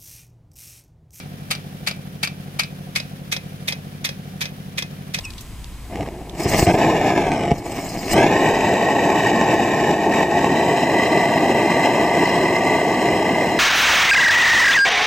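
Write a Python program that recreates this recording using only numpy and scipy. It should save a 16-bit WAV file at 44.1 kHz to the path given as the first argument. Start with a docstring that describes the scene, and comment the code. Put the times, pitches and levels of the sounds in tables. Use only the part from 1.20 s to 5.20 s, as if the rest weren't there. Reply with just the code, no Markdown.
"""Impact sprinkler in an open field

About three times a second the arm of a big sprinkler on a pole slaps into the jet, strikes the metal
head and rebounds once. Each blow is a noise burst of drops plus the ringing modes of the metal; both
change colour as the head slowly turns away. The jet hisses throughout, the open air rumbles, and a
four-cylinder engine, probably the pump, chugs some way off in harmonics of its cycle rate."""
import sys
import numpy as np
from scipy import signal
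from scipy.fft import rfft, irfft
from scipy.io import wavfile

SR = 44100
rng = np.random.default_rng(int(sys.argv[2]) if len(sys.argv) > 2 else 0)


def master(y):
    """Save y as 16-bit WAV."""
    cut = np.clip(np.atleast_2d(y).T, -1, 1)
    pcm = np.round(cut * 32767)  # scale
    wavfile.write(sys.argv[1], SR, pcm.astype(np.int16))


N = 176400
TIME = np.arange(N) / SR
FREQ = np.maximum(np.arange(N // 2 + 1) * SR / N, 1)
LAG_NEAR_S, LAG_TURNED_S, ENGINE_LAG_S = .00042, .00028, .00038   # left channel behind right
CYCLE_HZ = 12.259
ENGINE_CYCLES = (TIME - .0025) * CYCLE_HZ


def from_db(db):
    """Amplitude ratio: a factor of ten per 20 dB."""
    return 10 ** (np.asarray(db) / 20)


def unit_rms(x):
    """Normalisation to unit mean power."""
    return x / np.sqrt(np.mean(x ** 2) + 1e-20)


def spectrum(points):
    """Interpolation of (frequency, level) points on a logarithmic frequency axis."""
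    hz, db = np.transpose(points)
    return np.interp(np.log(FREQ), np.log(hz), db)


def coloured(x, curve_db):
    """Minimum-phase filtering: folding the cepstrum gives a gain curve its causal response."""
    cepstrum = irfft(np.log(from_db(curve_db)), N)
    cepstrum[1:N // 2] *= 2
    cepstrum[N // 2 + 1:] = 0
    response = irfft(np.exp(rfft(cepstrum)), N)[:N // 16]
    return signal.fftconvolve(x, response[None], axes=1)[:, :N]


def drift(hz):
    """Random modulation: low-passed noise of unit rms."""
    return unit_rms(irfft(rfft(rng.standard_normal(N)) / (1 + (FREQ / hz) ** 2), N))


def from_right(x, lag_s):
    """Path difference: sound from the right reaches the left channel later."""
    return np.array([irfft(rfft(x) * np.exp(-2j * np.pi * FREQ * lag_s), N), x])


def diffuse_noise(directions=12, max_lag_s=.000458):
    """Diffuse field: noise from all round the horizon is coherent at two points only in the bass."""
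    lags = max_lag_s * np.cos(np.pi * (np.arange(directions) + .5) / directions)
    coherence = np.cos(2 * np.pi * FREQ * lags[:, None]).mean(axis=0)
    weights = np.sqrt(np.maximum([1 + coherence, 1 - coherence], 0))
    mid, side = rfft(rng.standard_normal((2, N))) * weights
    return unit_rms(irfft([mid + side, mid - side], N))


def mix(a, b, share):
    """Incoherent signals add in power; b takes the given share."""
    return np.sqrt(1 - share) * a + np.sqrt(share) * b


def ring(force, hz, t60_s):
    """Damped oscillator: a unit impulse starts a decaying sine of height 1."""
    decay, step = from_db(-60 / (t60_s * SR)), 2 * np.pi * hz / SR
    return signal.lfilter([0, np.sin(step)], [1, -2 * decay * np.cos(step), decay ** 2], force + 1e-18)


def burst(age_s, hold_s, t60_s):
    """Exponential decay of power after a sudden onset and a short hold."""
    return (age_s >= 0) * from_db(-60 * np.clip((age_s - hold_s) / t60_s, 0, 2)) ** 2


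def turned(time_s, start_s=1.32, end_s=2.16):
    """Uniform rotation of the head, from 0 (near) to 1 (turned away)."""
    return np.clip((time_s - start_s) / (end_s - start_s), 0, 1)


def rebound_delay(start_s):
    """Elastic rebound: the arm lands again 38 ms after a blow, 41 ms once the head has turned."""
    return .038 + .003 * turned(start_s)


# Blows of the arm; the rebound is relative to its blow, the treble to its splash.
# start_s, splash_db, ring_db, rebound_db, treble_db, ping_db
STRIKES = [(-.049, -17.5, -25, -7.5, 0, -26.5), (.312, -16, -23, -14, -2, -27),
           (.673, -16, -18, -12, -2.5, -25), (1.035, -16, -16.5, -11, -1.5, -23.5),
           (1.396, -15.5, -12.5, -14.5, -1, -23), (1.76, -16, -11.5, -13.5, 1, -31),
           (2.123, -19, -19.5, -7.5, -1, -23), (2.482, -20, -20, -5, 0.5, -24),
           (2.849, -18, -21, -9.5, -0.5, -35), (3.214, -19, -21.5, -9, -2, -25.5),
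           (3.582, -20, -22, -7, -2, -31), (3.945, -20.5, -23, -8, -1.5, -40)]


def splash_envelopes(entry_s=.0079, entry_rise_db_per_s=2300):
    """Energy decay: the powers of slap, rebound and spray add up blow by blow; treble gain varies."""
    slap, rebound, spray, extra_treble = np.zeros((4, N))
    for start_s, splash_db, _, rebound_db, treble_db, _ in STRIKES:
        age, power = TIME - start_s, from_db(splash_db) ** 2
        entry_db = 2.5 + entry_rise_db_per_s * np.clip(age, -entry_s, 0)
        entry = (age > -entry_s) * (age < 0) * from_db(entry_db) ** 2   # the arm cuts the jet first
        crack = from_db(-5) ** 2 * burst(age, hold_s=.00089, t60_s=.0051)
        slap += power * (entry + crack + burst(age, hold_s=.0043, t60_s=.081))
        rebound_age = age - rebound_delay(start_s)
        rebound += power * from_db(rebound_db) ** 2 * burst(rebound_age, hold_s=.002, t60_s=.048)
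        spray += power * from_db(-10.5) ** 2 * burst(age, hold_s=.0043, t60_s=.26)
        extra_treble[age > -entry_s] = from_db(treble_db) - 1
    return slap, rebound, spray, extra_treble


# Splash spectrum before and after the turn: frequency_hz, gain_db
NEAR_SPECTRUM = [(200, -24.5), (550, -6.5), (800, -1.5), (960, -5.5), (1270, 3.5), (1550, 0), (1900, 1.5),
                 (2400, 8), (2950, 3), (3700, 4.5), (4700, 2), (5900, -1), (7200, -7), (10000, -3),
                 (13000, -9), (16000, -26)]
TURNED_SPECTRUM = [(200, -37.5), (550, -2.5), (800, -4.5), (1000, -2), (1300, -2), (1800, 5.5), (2450, 2.5),
                   (2950, 3), (3750, 7.5), (4800, 1.5), (6000, 2.5), (7200, -6.5), (10000, -5.5),
                   (13000, -5), (16000, -20)]
# Splash balance before and after the turn: frequency_hz, left_minus_right_db
NEAR_BALANCE = [(500, -0.5), (1200, 7.5), (2000, 4.5), (2650, -5), (3500, 1), (4400, 1.5), (5600, 1.5),
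                (7800, 9.5), (11500, -3), (16000, 21.5)]
TURNED_BALANCE = [(500, 8), (1300, -2.5), (1750, 10), (2500, -16), (3300, 9), (4300, -5), (5000, -10),
                  (7000, -7), (8600, 11.5), (11000, -5.5), (16000, -5.5)]
# Rebound spectrum relative to the splash: frequency_hz, gain_db
REBOUND_SPECTRUM = [(500, 17), (2000, -1), (3300, -2), (5300, 5), (7000, -1.5), (14000, -3.5)]


def splashes(treble_from_hz=8400, mist_top_hz=5560):
    """Atomisation: the arm bursts the jet into drops, a grainy noise partly scattered by the field."""
    slap, rebound, spray, extra_treble = splash_envelopes()
    direct, scattered = rng.standard_normal(N), diffuse_noise()
    grain = from_db(3.5 * drift(hz=527))
    low_pass = signal.butter(2, mist_top_hz, fs=SR, output="sos")
    mist = signal.sosfilt(low_pass, diffuse_noise() * np.sqrt(spray) + 1e-18)
    near = (1 - turned(TIME), LAG_NEAR_S, NEAR_SPECTRUM, NEAR_BALANCE)
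    away = (turned(TIME), LAG_TURNED_S, TURNED_SPECTRUM, TURNED_BALANCE)
    out = 0
    for weight, lag_s, colour, balance in (near, away):
        drops = unit_rms(mix(from_right(direct, lag_s), scattered, share=.51) * grain)
        treble = irfft(rfft(drops) * (FREQ > treble_from_hz), N)
        first_slap = (drops + extra_treble * treble) * np.sqrt(slap)
        second_slap = coloured(drops * np.sqrt(rebound), spectrum(REBOUND_SPECTRUM))
        water = first_slap + second_slap + mist
        left = coloured(water[:1], spectrum(colour) + spectrum(balance) / 2)
        right = coloured(water[1:], spectrum(colour) - spectrum(balance) / 2)
        out += weight * np.vstack([left, right])
    return out


def struck_mode(start_s, level_db, hz, t60_s, pan_db, scatter_db=1.5):
    """Impulse excitation of one mode, with random phase and level at each blow."""
    impulses = np.zeros((2, N + 2 * SR))
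    onset_s = 1 + start_s + rng.random(len(start_s)) / hz   # one second of run-in
    lag_s = LAG_NEAR_S + turned(start_s) * (LAG_TURNED_S - LAG_NEAR_S)
    level_db = level_db + scatter_db * rng.standard_normal(len(start_s))
    impulses[0, ((onset_s + lag_s) * SR).astype(int)] = from_db(level_db + pan_db / 2)
    impulses[1, (onset_s * SR).astype(int)] = from_db(level_db - pan_db / 2)
    return ring(impulses, hz, t60_s)[:, SR:SR + N]


# Modes of arm and head: pitch_hz, near_db, turned_db, t60_s, left_minus_right_db, rebound_extra_db
METAL_MODES = [(1860, -22, -24, 0.094, -21, -6), (2067, -29, -16, 0.12, 25.5, -1),
               (2230, -14, -15, 0.065, 24, -8), (2314, -13, -56, 0.043, 8, 10),
               (2518, -13.5, -4.5, 0.16, -3, -1.5), (2660, -18, -28.5, 0.13, -4, 8),
               (2930, -24, -32, .13, 6, 4), (3310, -40, -14.5, 0.045, 22, 9), (3656, -24, 2, 0.022, 0, -5),
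               (3875, -14, -15, .05, -7, 11), (3980, -31, -13, 0.053, 11, -4),
               (4556, -0.5, -8, 0.035, 10, 0), (5000, -16, -10, 0.04, -2, 13)]


def metal_head(radiates_from_hz=1050):
    """Modal ringing with directivity: which modes carry depends on where the struck head points."""
    start_s, _, ring_db, rebound_db, _, ping_db = np.transpose(STRIKES)
    hits_s = np.r_[start_s, start_s + rebound_delay(start_s)]
    out = struck_mode(start_s, ping_db, hz=2342, t60_s=.19, pan_db=-3)   # this ping rings longest
    for hz, near_db, turned_db, t60_s, pan_db, extra_db in METAL_MODES:
        blow_db = ring_db + near_db + turned(start_s) * (turned_db - near_db)
        hits_db = np.r_[blow_db, blow_db + rebound_db + extra_db]
        out += struck_mode(hits_s, hits_db, hz, t60_s, pan_db)
    # A small body radiates little bass.
    return signal.sosfilt(signal.butter(2, radiates_from_hz, "high", fs=SR, output="sos"), out)


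# Spectra of the stream and of its fine mist: frequency_hz, relative_db
HISS_SPECTRUM = [(500, -17.5), (1000, -1.5), (1600, 2.5), (2400, -2), (3200, -0.5), (4500, -6), (5600, -6),
                 (7400, -12.5), (9500, -7.5), (12500, -10.5), (16000, -11)]
FIZZ_SPECTRUM = [(5000, -30), (8000, 1), (10000, -20), (12700, 14), (16000, -5)]


def jet():
    """Flow noise: the stream hisses, mist fizzes unevenly, and the flow keeps the head faintly ringing."""
    hiss = coloured(diffuse_noise(), spectrum(HISS_SPECTRUM))
    hiss *= from_db(1.07 * drift(hz=60))
    fizz = coloured(diffuse_noise(), spectrum(FIZZ_SPECTRUM))
    fizz *= from_db(6 * drift(hz=150) + 2 * drift(hz=4.3))
    singing = unit_rms(ring(diffuse_noise(), hz=2365, t60_s=.08))
    return from_db(-46) * unit_rms(hiss) + from_db(-64.5) * unit_rms(fizz) + from_db(-62) * singing


# Four unevenly spaced thumps in each engine cycle: cycle_fraction, thump_db, clatter_db
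THUMPS = [(.125, -7, -9), (.455, -4, 0), (.71, 0, 0), (.88, -11, -12)]
# Exhaust harmonics of the cycle rate: harmonic_number, relative_db
EXHAUST_HARMONICS = [(1, -52), (2, -68), (3, -20), (4, -12.5), (5, -13.5), (6, -69), (7, -33), (8, -2.5),
                     (9, -37), (10, -32), (11, -4), (12, 4), (13, -6), (14, -21), (15, 0.5), (16, -3),
                     (17, -9.5), (18, -6), (19, -17), (20, -10), (21, -8.5), (22, -13), (23, -49),
                     (24, -31.5), (25, -16), (26, -44), (27, -28), (28, -15.5), (29, -43), (30, -23),
                     (31, -22), (32, -15.5)]


def engine_exhaust():
    """Fourier series of a chug: the exhaust sets each harmonic's level, the thumps set its phase."""
    place, thump_db, _ = np.transpose(THUMPS)
    chug = 0
    for harmonic, level_db in EXHAUST_HARMONICS:
        phase = np.angle(np.sum(from_db(thump_db) * np.exp(-2j * np.pi * harmonic * place)))
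        chug -= from_db(level_db) * np.cos(2 * np.pi * harmonic * ENGINE_CYCLES + phase)
    return from_db(-35) * from_right(unit_rms(chug), ENGINE_LAG_S)


# Spectrum of the mechanical clatter: frequency_hz, relative_db
CLATTER_SPECTRUM = [(100, -8.5), (200, 19.5), (290, -16), (390, -4), (480, 6.5), (570, 5), (640, -7),
                    (730, 6), (900, -10.5), (1500, -10.5), (4000, -49)]


def engine_clatter(puff_width_s=.006):
    """Pulsed noise: each thump gives a puff of clatter, partly alike every cycle, and a ringing knock."""
    place, _, clatter_db = np.transpose(THUMPS)
    from_thump_s = ((ENGINE_CYCLES - place[:, None] + .5) % 1 - .5) / CYCLE_HZ
    puffs = from_db(clatter_db) @ np.exp(-.5 * (from_thump_s / puff_width_s) ** 2)
    noise = mix(from_right(rng.standard_normal(N), ENGINE_LAG_S), diffuse_noise(), share=.9)
    repeating = noise[:, (ENGINE_CYCLES % 1 * SR / CYCLE_HZ).astype(int) + N // 2]
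    clatter = coloured(mix(noise, repeating, share=.49) * puffs, spectrum(CLATTER_SPECTRUM))
    knock = ring(noise * puffs, hz=720, t60_s=.025)
    return from_db(-49) * unit_rms(clatter) + from_db(-56.5) * unit_rms(knock)


# Spectrum of the open air: frequency_hz, relative_db
RUMBLE_SPECTRUM = [(20, -22), (35, -26), (60, -5), (80, 3), (110, -1.5), (180, 7.5), (300, -8), (500, -2.5),
                   (750, -10), (1000, -19), (3000, -57)]


def open_air():
    """Ambient noise: a low, even rumble arrives from all directions."""
    return from_db(-44) * unit_rms(coloured(diffuse_noise(), spectrum(RUMBLE_SPECTRUM)))


def scene():
    """Superposition: the pressures of sprinkler, engine and open air add."""
    return splashes() + metal_head() + jet() + engine_exhaust() + engine_clatter() + open_air()


def record(dry):
    """Band limiting: a steep low-pass is 70 dB down from 16.5 kHz."""
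    return signal.sosfilt(signal.cheby2(16, 70, 16500, fs=SR, output="sos"), dry)


dry = scene()
out = record(dry)
master(out)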